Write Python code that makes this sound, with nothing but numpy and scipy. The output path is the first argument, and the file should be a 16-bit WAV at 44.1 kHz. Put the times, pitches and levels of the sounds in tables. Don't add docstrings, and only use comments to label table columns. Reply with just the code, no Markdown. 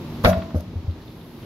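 import sys
import numpy as np
from scipy import signal
from scipy.fft import rfft, irfft, next_fast_len
from scipy.io import wavfile
from scipy.ndimage import map_coordinates

SR = 44100
rng = np.random.default_rng(int(sys.argv[2]) if len(sys.argv) > 2 else 0)


def log_audio(samples):
    frames = np.atleast_2d(samples).T
    limited = np.clip(frames, -1, 1)
    pcm = np.round(limited * 32767).astype(np.int16)
    wavfile.write(sys.argv[1], SR, pcm)


N = 63945
T = np.arange(N) / SR


def amp(db):
    return 10 ** (np.asarray(db) / 20)


def unit(x):
    return x / np.sqrt(np.mean(x ** 2) + 1e-20)


def along(points, hz):
    freqs, values = np.transpose(points)
    return np.interp(np.log(hz + 1), np.log(freqs + 1), values)


def filtered(x, response):
    size = next_fast_len(N + SR // 2)
    return irfft(rfft(x, size) * response(np.fft.rfftfreq(size, 1 / SR)), size)[..., :N]


def stereo(pair, eq, correlation):
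    angle = lambda hz: np.arccos(np.clip(along(correlation, hz), -1, 1)) / 2
    mid, side = filtered(pair, lambda hz: amp(along(eq, hz)) * [np.cos(angle(hz)), np.sin(angle(hz))])
    return unit(np.array([mid + side, mid - side]))


def noise(eq, correlation):
    return stereo(rng.standard_normal((2, N)), eq, correlation)


def grains(per_s, spread_db=2.5):
    hits = rng.random((2, N)) < per_s / SR
    return hits * rng.standard_normal((2, N)) * amp(spread_db * rng.standard_normal(N))


def wobble(per_s):
    return map_coordinates(rng.standard_normal(int(N * per_s / SR) + 4), [T * per_s])


def since(start):
    return np.maximum(T - start, 0)


def envelope(start, attack, t60, hold=0):
    return (1 - np.exp(-(since(start) / attack) ** 2)) * amp(-60 * since(start + hold) / t60)


def fader(points):
    return amp(np.interp(T, *np.transpose(points)))


def ring(start, modes, attack, hold=0, waver_rad=0):
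    return sum(amp(db) * envelope(start, attack, t60, hold)
               * np.sin(2 * np.pi * hz * since(start) + waver_rad * wobble(per_s=45))
               for hz, db, t60 in modes)


def placed(x, balance_db, lag_s=0.00017):
    sides = np.array([[.5], [-.5]])
    return filtered(x, lambda hz: amp(balance_db * sides) * np.exp(-2j * np.pi * hz * lag_s * sides))


# frequency in Hz, gain in dB.
RUMBLE_EQ = [(15, -45), (25, -23), (43, -4.5), (75, -2), (93, 0), (160, 0), (204, -4.5), (233, -2.5),
             (253, -4), (340, -6), (410, -10.5), (762, -17.5), (919, -17), (1660, -26), (1950, -26),
             (3930, -27), (7910, -38.5), (11800, -46), (15500, -50)]
# frequency in Hz, left-right correlation.
BED_IMAGE = [(100, 0.99), (400, 0.96), (1000, 0.79), (2500, 0.12), (6000, 0.11), (12000, 0)]
# pitch in Hz, relative level in dB.
DRONE_PARTIALS = [(102.5, -9), (151, -10.5), (231.5, -7), (258, -15), (311, -14.5), (334, -17),
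                  (387, -15.5)]
# time in seconds, level in dB.
RUMBLE_RIDE = [(0, -35.5), (.2, -34), (.42, -35.5), (.6, -40), (.75, -40.5), (1.0, -40.5), (1.28, -41.5),
               (1.45, -38.5)]
DRONE_RIDE = [(0, -29.5), (.2, -30.5), (.42, -35.5), (.75, -38.5), (1.1, -43.5), (1.45, -40)]
def traffic(lowpass_hz=7480):
    rumble = filtered(noise(RUMBLE_EQ, BED_IMAGE), lambda hz: 1 / (1 + (hz / lowpass_hz) ** 8))
    drone = sum(amp(db) * np.sin(2 * np.pi * hz * T + 0.63 * wobble(per_s=9.22))
                for hz, db in DRONE_PARTIALS)
    return fader(RUMBLE_RIDE) * rumble + fader(DRONE_RIDE) * drone


# frequency in Hz, gain in dB.
HISS_EQ = [(3000, -30), (8500, -11), (10500, 0.5), (12000, 7), (14000, -5), (15500, -3.5)]
# time in seconds, level in dB.
HISS_RIDE = [(0, -58.5), (.22, -56.5), (.4, -63), (.7, -66.5), (.95, -67), (1.05, -62), (1.2, -60),
             (1.45, -58.5)]
def hiss():
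    return fader(HISS_RIDE) * noise(HISS_EQ, BED_IMAGE)


# start in seconds, level in dB, then attack, hold and T60 in seconds.
SPRAYS = [(0.228, -32.5, 0.015, 0.072, 0.1), (0.535, -44.5, 0.03, 0.028, 0.22)]
# frequency in Hz, gain in dB.
GRIT_EQ = [(800, 8.5), (2000, -13), (5000, 0.5), (6500, 0), (7800, -16.5), (10000, -4), (12000, 4),
           (15000, -12.5)]
# start in seconds, level in dB.
STONE_TICKS = [(0.299, -30), (0.379, -43), (0.6, -44), (0.606, -37.5)]
def grit():
    out = np.zeros((2, N))
    for start, db, attack, hold, t60 in SPRAYS:
        sand = stereo(grains(per_s=9000), GRIT_EQ, correlation=[(1000, 0.0055)])
        out += amp(db) * envelope(start, attack, t60, hold) * sand
    for start, db in STONE_TICKS:
        tick = noise(GRIT_EQ, correlation=[(1000, 0)])
        out += amp(db) * envelope(start, attack=0.00037, t60=0.021) * tick
    return out


# start in seconds, slap level, knock level and echo send in dB,
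# centre of the bite (an EQ peak) in Hz, its boost in dB.
LUG_HITS = [(.2395, -23.5, -21.5, -15, 1130, 10), (0.2466, -9.5, -11.5, 0, 4620, 9),
            (.2568, -11.5, -13.5, -16, 2080, 7.5), (0.267, -23, -12.5, -9, 605, 9)]
# frequency in Hz, gain in dB.
SLAP_EQ = [(200, -37), (500, 3.5), (800, 1), (1350, 4.5), (1700, -1.5), (2200, -1.5), (2800, -8),
           (3900, -10.5), (5500, -23.5), (7500, -37), (11000, -35), (15000, -32)]
KNOCK_EQ = [(20, -34), (60, -27), (120, 3.5), (220, 4.5), (320, -4), (420, -23), (520, 6), (750, -16.5),
            (1200, -50), (4000, -68)]
# frequency in Hz, left-right correlation.
SLAP_IMAGE = [(200, 0.67), (600, 0.34), (1200, 0.19), (2200, -0.67), (4000, -0.29), (8000, -0.35),
              (12000, 0.15)]
def tread(attack_s=0.00044, bite_octaves=0.49):
    slaps, knocks, echo_send = np.zeros((3, 2, N))
    for start, slap_db, knock_db, send_db, bite_hz, bite_db in LUG_HITS:
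        bite = lambda hz: amp(bite_db * np.exp(-(np.log2((hz + 1) / bite_hz) / bite_octaves) ** 2))
        bright = unit(filtered(noise(SLAP_EQ, SLAP_IMAGE), bite))
        slap = amp(slap_db) * envelope(start, attack_s, t60=0.048) * bright
        slaps += slap
        echo_send += amp(send_db) * slap
        dull = noise(KNOCK_EQ, correlation=[(300, 0.96), (800, 0.99)])
        knocks += amp(knock_db) * envelope(start, attack_s, t60=0.098) * dull
    return slaps, knocks, echo_send


# start in seconds, cavity level
# in dB, pitch struck hardest in Hz, hoop level in dB, hoop hold in seconds.
LANDINGS = [(.2412, -16.5, 679, -30.5, 0.076), (.2611, -15, 631, -19, 0.061), (.5453, -33, 565, -42, 0.16)]
# pitch in Hz, relative level in dB, T60 in seconds.
CAVITY_MODES = [(503, 2, .16), (533, -6, .26), (570, -4, .31), (601, 1, .33), (637, -1, .22),
                (656, -2, .48), (706, 2, .17), (722, -14, .52), (744, -4, .2), (798, -12, .33),
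                (884, -13, .24), (1007, -14, .55), (1102, -18, .33), (1243, -7, .18), (1387, -12, .24)]
HOOP_MODES = [(183, 0, .3), (183, -14, 1.1), (235, -13, .4)]
# frequency in Hz, gain in dB.
WASH_EQ = [(350, -30), (480, -8), (590, -4), (700, 0), (800, -28), (1000, -27), (1400, -22), (2200, -43)]
def enclosed_air(strike_width_hz=70, strike_floor=.45, wash_db=-9, attack_s=0.0051):
    cavity, hoop = np.zeros((2, N)), np.zeros(N)
    for start, cavity_db, struck_hz, hoop_db, hold in LANDINGS:
        nearness = lambda hz: np.exp(-((hz - struck_hz) / strike_width_hz) ** 2)
        strike_db = lambda hz: 20 * np.log10(strike_floor + (1 - strike_floor) * nearness(hz))
        modes = [(hz, db + strike_db(hz), t60) for hz, db, t60 in CAVITY_MODES]
        blur = noise(WASH_EQ, correlation=[(600, 0.84)])
        wash = amp(wash_db) * envelope(start, attack_s, t60=0.45) * blur
        cavity += amp(cavity_db) * (ring(start, modes, attack_s, waver_rad=.2) + wash)
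        hoop += amp(hoop_db) * ring(start, HOOP_MODES, attack=0.013, hold=hold)
    return cavity, hoop


# start in seconds, level in dB, opening pitch in Hz, attack and T60 in seconds.
THUDS = [(.2478, -11, 86, .006, .12), (.2835, -12, 94, .007, .15), (.3605, -13, 91, .015, .09),
         (.435, -28, 94, .012, .16), (.5368, -11.3, 91, .023, .155), (.668, -30, 95, .012, .14),
         (.7505, -16.5, 93, .011, .17), (.8395, -22, 102, .007, .08), (.8735, -12.5, 92, .012, .14),
         (.968, -34, 92, .008, .14), (1.03, -36, 90, .012, .1)]
def carcass(sag_hz=13, sag_s=.045):
    out = np.zeros(N)
    for start, db, hz, attack, t60 in THUDS:
        t = since(start)
        cycles = hz * t - sag_hz * (t - sag_s * (1 - np.exp(-t / sag_s)))
        out -= amp(db) * envelope(start, attack, t60, hold=attack) * np.sin(2 * np.pi * cycles)
    return out


def air_push(start=.2495, hz=49, db=-14, t60=.19):
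    return ring(start, [(hz, db, t60)], attack=.004)


# delay in seconds, level in dB, low-pass corner in Hz.
WALL_ECHOES = [(.049, -18, 5660), (.083, -10.5, 3780), (.173, -20.5, 4200), (0.258, -26.5, 2500)]
# frequency in Hz, T60 in seconds.
TAIL_DECAY = [(100, 0.44), (600, 0.61), (2000, 0.38), (5000, 0.49), (12000, 0.17)]
def lot_echoes(slaps, echo_send, highpass_hz=1090, tail_db=-11):
    thin = filtered(echo_send[0], lambda hz: hz ** 2 / (hz ** 2 + highpass_hz ** 2))
    walls = lambda hz: sum(amp(db) * np.exp(-2j * np.pi * hz * delay) / (1 + (hz / corner) ** 4)
                           for delay, db, corner in WALL_ECHOES)
    bands, t, spectra = signal.stft(rng.standard_normal((2, SR // 2)), SR, nperseg=256)
    decay = amp(-60 * t / along(TAIL_DECAY, bands)[:, None])
    impulse = signal.istft(spectra * decay, SR, nperseg=256)[1]
    tail = signal.fftconvolve(slaps, impulse / np.linalg.norm(impulse[0]), axes=1)[:, :N]
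    return filtered(thin, walls) + amp(tail_db) * tail


# start in seconds, level in dB.
BUMPS = [(.366, -28), (0.5435, -19.5), (.558, -24.5), (.735, -33), (.887, -35.5)]
# frequency in Hz, gain in dB.
BUMP_EQ = [(60, -24), (150, 1), (280, 0.5), (390, -12), (490, -1.5), (650, -6), (850, -21.5), (1300, -26.5),
           (2000, -35), (5000, -58)]
def sidewall():
    return sum(amp(db) * envelope(start, attack=0.0022, t60=0.071)
               * noise(BUMP_EQ, correlation=[(300, 1.0), (1500, 0.99)]) for start, db in BUMPS)


# start in seconds, level in dB, band centre and width in Hz,
# attack and T60 in seconds.
SCUFFS = [(0.895, -55, 3770, 1200, .012, 0.31), (1.002, -44, 1810, 250, .003, 0.075),
          (1.004, -54, 3920, 2000, 0.013, .4), (1.06, -49.5, 3680, 1000, .012, 0.27),
          (1.151, -38.5, 890, 350, 0.0056, 0.075), (1.198, -49.5, 3420, 1200, 0.014, 0.26),
          (1.36, -51.5, 3720, 1000, .008, 0.12), (1.418, -51, 3000, 1400, 0.014, .6)]
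def shoes(catch_db=5):
    out = np.zeros((2, N))
    for start, db, centre, width, attack, t60 in SCUFFS:
        rub = filtered(grains(per_s=1500), lambda hz: 1 / (1 + ((hz - centre) / width) ** 2) ** 2)
        stick_slip = amp(catch_db * wobble(per_s=170))
        scuff = stereo(rub * stick_slip, eq=[(1000, 0)], correlation=[(1000, 0.8)])
        out += amp(db) * envelope(start, attack, t60) * scuff
    return out


def scene():
    slaps, knocks, echo_send = tread()
    cavity, hoop = enclosed_air()
    low_end = carcass() + air_push() + hoop + knocks + sidewall()
    tire = placed(low_end, balance_db=1.25) + placed(cavity, balance_db=1.0) + slaps
    return tire + lot_echoes(slaps, echo_send) + grit() + shoes() + traffic() + hiss()


def record(dry, top_hz=15750):
    return filtered(np.clip(dry, -1, 1), lambda hz: hz < top_hz)


dry = scene()
out = record(dry)
log_audio(out)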